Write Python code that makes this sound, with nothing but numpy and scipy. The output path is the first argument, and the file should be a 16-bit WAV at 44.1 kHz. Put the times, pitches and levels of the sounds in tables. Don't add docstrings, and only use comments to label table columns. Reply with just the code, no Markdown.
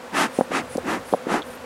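import sys
import numpy as np
from scipy.fft import rfft, irfft, next_fast_len
from scipy.io import wavfile
from scipy.ndimage import map_coordinates

SR = 44100
rng = np.random.default_rng(int(sys.argv[2]) if len(sys.argv) > 2 else 0)


def store_wav(level_fs):
    pcm = np.round(np.clip(np.atleast_2d(level_fs), -1, 1) * 32767)
    wavfile.write(sys.argv[1], SR, pcm.T.astype(np.int16))


N = 72765


def amp(db):
    return 10 ** (np.asarray(db) / 20)


def unit(x):
    return x / np.sqrt(np.mean(x ** 2) + 1e-20)


def filtered(x, response):
    size = next_fast_len(N + 8192)
    return irfft(rfft(x, size) * response(np.fft.rfftfreq(size, 1 / SR)), size)[:N]


def noise(response):
    return unit(filtered(rng.standard_normal(N), response))


def rush(spectrum):
    hz, db = np.transpose(spectrum)
    return noise(lambda f: amp(np.interp(np.log(f + 1), np.log(hz), db)))


def band_pass(f, hz, octaves):
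    return np.exp(-.5 * (np.log2((f + 1) / hz) / octaves) ** 2)


def high_pass(f, hz, order):
    return 1 - 1 / (1 + (f / hz) ** order)


def wobble(rate):
    return map_coordinates(rng.standard_normal(N // 8), [np.arange(N) * rate / SR + 4])


def since(start):
    return np.maximum(np.arange(N) / SR - start, 0)


def stroke(start, length):
    return np.abs(np.sin(np.pi * np.minimum(since(start) / length, 1)))


# frequency in Hz, relative level in dB.
AIR_SPECTRUM = [(25, -22), (70, -14), (150, -4), (340, -3.5), (560, 0.5), (780, 0.5), (1500, -4),
                (2050, -9), (3600, -16), (6300, -21), (9000, -23), (15800, -33.5)]
RUMBLE_SPECTRUM = [(20, -20), (45, -10.5), (70, 0), (110, -3), (200, -13), (500, -41)]
# time in seconds, level in dB.
AIR_ENVELOPE = [(0, -40.5), (.3, -39), (.7, -39), (1.1, -38.5), (1.4, -40.5), (1.65, -40)]
RUMBLE_ENVELOPE = [(0, -65), (.45, -58), (.7, -49.5), (1.0, -48.5), (1.25, -76), (1.45, -54), (1.65, -53)]

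def open_air():
    rumble_db = np.interp(since(0), *np.transpose(RUMBLE_ENVELOPE))
    air_db = np.interp(since(0), *np.transpose(AIR_ENVELOPE)) + 0.37 * wobble(10.96)
    return amp(rumble_db) * rush(RUMBLE_SPECTRUM) + amp(air_db) * rush(AIR_SPECTRUM)


# centre of a band of hum in Hz, level in dB.
HUM_BANDS = [(245, -48.5), (505, -43.5)]

def bees():
    scatter = 0.062
    return sum(amp(db) * noise(lambda f: np.exp(-.5 * ((f / hz - 1) / scatter) ** 2))
               for hz, db in HUM_BANDS)


# start in seconds, level in dB, centre in Hz, 60 dB decay time in seconds, spread in octaves.
METAL_TICKS = [(0.7715, -20, 6060, 0.0034, 0.73), (1.125, -38.5, 3700, 0.057, 0.42),
               (1.4203, -24, 3520, 0.012, 0.17), (1.428, -26.5, 3430, 0.01, .15)]

def ticks():
    out = np.zeros(N)
    for start, db, hz, t60, spread in METAL_TICKS:
        t = since(start)
        envelope = amp(db - 60 * t / t60) * (1 - np.exp(-t * hz))
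        out += envelope * noise(lambda f: band_pass(f, hz, spread))
    return out


# start and length in seconds, hiss and whistle levels in dB, pitch at full flow in Hz,
# frequency ratio of a second tone, its relative level in dB.
INTAKE_STROKES = [(0.292, .17, -41.5, -50, 9700, 1.3, -12), (0.667, .14, -45, -49, 10400, 0.83, -4),
                  (1.027, 0.16, -46.5, -52, 11340, .9, -1), (1.437, .15, -51.5, -56.5, 12800, .76, 3.5)]
# frequency in Hz, relative level of the hiss in dB.
INLET_SPECTRUM = [(1000, 2), (2500, 6.5), (4000, 0.5), (7000, 1), (9500, 6), (11200, -2), (12500, -14),
                  (15500, -10)]

def refills():
    bend, waver, blur = .07, .02, .036
    out = np.zeros(N)
    for start, length, hiss_db, whistle_db, hz, second_ratio, second_db in INTAKE_STROKES:
        flow = stroke(start, length)
        out += amp(hiss_db) * flow ** 2.8 * rush(INLET_SPECTRUM)
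        for ratio, db in [(1, 0), (second_ratio, second_db)]:
            pitch = hz * ratio * flow ** bend * (1 + waver * wobble(110) + blur * wobble(2500))
            tone = np.sin(2 * np.pi * np.cumsum(pitch) / SR)
            out += amp(whistle_db + db + 3.6 * wobble(120)) * flow ** 0.65 * tone
    return out


# start in seconds, level in dB, pitch in Hz, time constant in cycles.
FLAP_KNOCKS = [(.3862, -24, 870, 0.45), (0.3878, -3, 370, 0.28), (.3922, -15.5, 686, 0.7),
               (0.4097, -0.5, 555, 0.3), (.4101, -21, 1410, 0.47), (.5055, -22.5, 326, 0.62),
               (.5165, -16, 620, 0.65), (0.7517, -19, 580, 0.8), (0.7558, -15.5, 269, 0.41),
               (.7794, -11, 480, 0.5), (.7838, -18, 620, 0.35), (1.1267, -8, 422, 0.43),
               (1.1368, -1, 663, 0.36), (1.1432, -7.5, 555, 0.67), (1.2681, -13, 355, 0.38)]
# frequency in Hz, relative level in dB, 60 dB decay time in seconds.
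BOARD_MODES = [(192, -22, 0.066), (245, -13, 0.033), (525, -28, 0.12), (740, -49, 0.045)]
# delay in seconds, gain in dB.
REFLECTIONS = [(.0038, -13), (.0078, -22.5)]

def thumps():
    out = np.zeros(N)
    for start, db, hz, cycles in FLAP_KNOCKS:
        t = since(start)
        age = t * hz / cycles
        pop = -(age / 2) ** 4 * np.exp(4 - 2 * age) * np.sin(2 * np.pi * hz * t)
        late = since(start + .5 / hz)
        ring = sum(amp(level + rng.normal(0, 0.55) - 60 * late / t60) * np.sin(2 * np.pi * f * late)
                   for f, level, t60 in BOARD_MODES)
        out += amp(db) * (pop + ring * (1 - np.exp(-late / 0.00215)))
    radiated = filtered(out, lambda f: high_pass(f, hz=133, order=4))
    echoes = lambda f: sum(amp(db) * np.exp(-2j * np.pi * f * delay) for delay, db in REFLECTIONS)
    return filtered(radiated, lambda f: 1 + echoes(f))


# frequency in Hz, bandwidth in Hz, relative gain in dB.
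CAN_MODES = [(763, 28, -2.5), (900, 31, -1), (1253, 37, 1), (1349, 53, -5.5), (1751, 47, -1.5),
             (2072, 40, -3.5), (2565, 50, -11.5), (2920, 110, -19)]

def can_resonance(f):
    return sum((-1) ** k * amp(db) * 1j * f * width / (hz * hz - f * f + 1j * f * width)
               for k, (hz, width, db) in enumerate(CAN_MODES))


# start and length in seconds, level in dB, relative jet level in dB, top of the jet in Hz,
# relative level of the low rush in dB, its centre in Hz, tilt of the can's sound in dB per octave.
SQUEEZES = [(0.114, 0.18, -19.3, -8, 12000, -6.5, 215, 1), (.494, 0.14, -23, -10, 11000, -3.5, 250, 2.1),
            (0.828, 0.18, -25, -12, 12400, -2, 261, -0.5), (1.255, 0.17, -22.5, -13, 11500, -3, 275, -3)]
# frequency in Hz, relative level in dB.
BODY_SPECTRUM = [(150, -36), (300, -19.5), (500, -4.5), (780, 1.5), (1000, -0.5), (1300, -0.5),
                 (1850, -3.5), (2300, -9), (2700, -8), (3400, -33), (6000, -40)]
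JET_SPECTRUM = [(1000, -11), (2000, -4), (3000, 7), (4200, 1.5), (7000, -1), (10000, -4), (15500, -9)]

def puffs():
    modes_db, can_top_hz = -8, 4200
    leak_db = -15
    out = np.zeros(N)
    for start, length, db, jet_db, top_hz, low_db, low_hz, tilt_db in SQUEEZES:
        flow = stroke(start, length)
        body = rush(BODY_SPECTRUM) + amp(modes_db) * noise(can_resonance)
        colour = lambda f: amp(tilt_db * np.log2(f + 1)) * (1 - high_pass(f, can_top_hz, order=6))
        body = unit(filtered(body, colour))
        shelf = lambda f: 1 - (1 - amp(leak_db)) * high_pass(f, top_hz, order=18)
        jet = amp(jet_db) * unit(filtered(rush(JET_SPECTRUM), shelf))
        low_band = lambda f: band_pass(f, low_hz, octaves=0.63) * high_pass(f, hz=152, order=8)
        low = amp(low_db) * noise(low_band)
        puff = low * flow ** 0.96 + body * flow ** 1.68 + jet * flow ** 2.12
        out += amp(db + 0.55 * wobble(150)) * puff
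    return out


def scene():
    return (open_air() + bees() + ticks() + refills() + thumps() + puffs())[None]


def record(dry):
    return filtered(dry[0], lambda hz: hz < 15900)[None]


dry = scene()
out = record(dry)
store_wav(out)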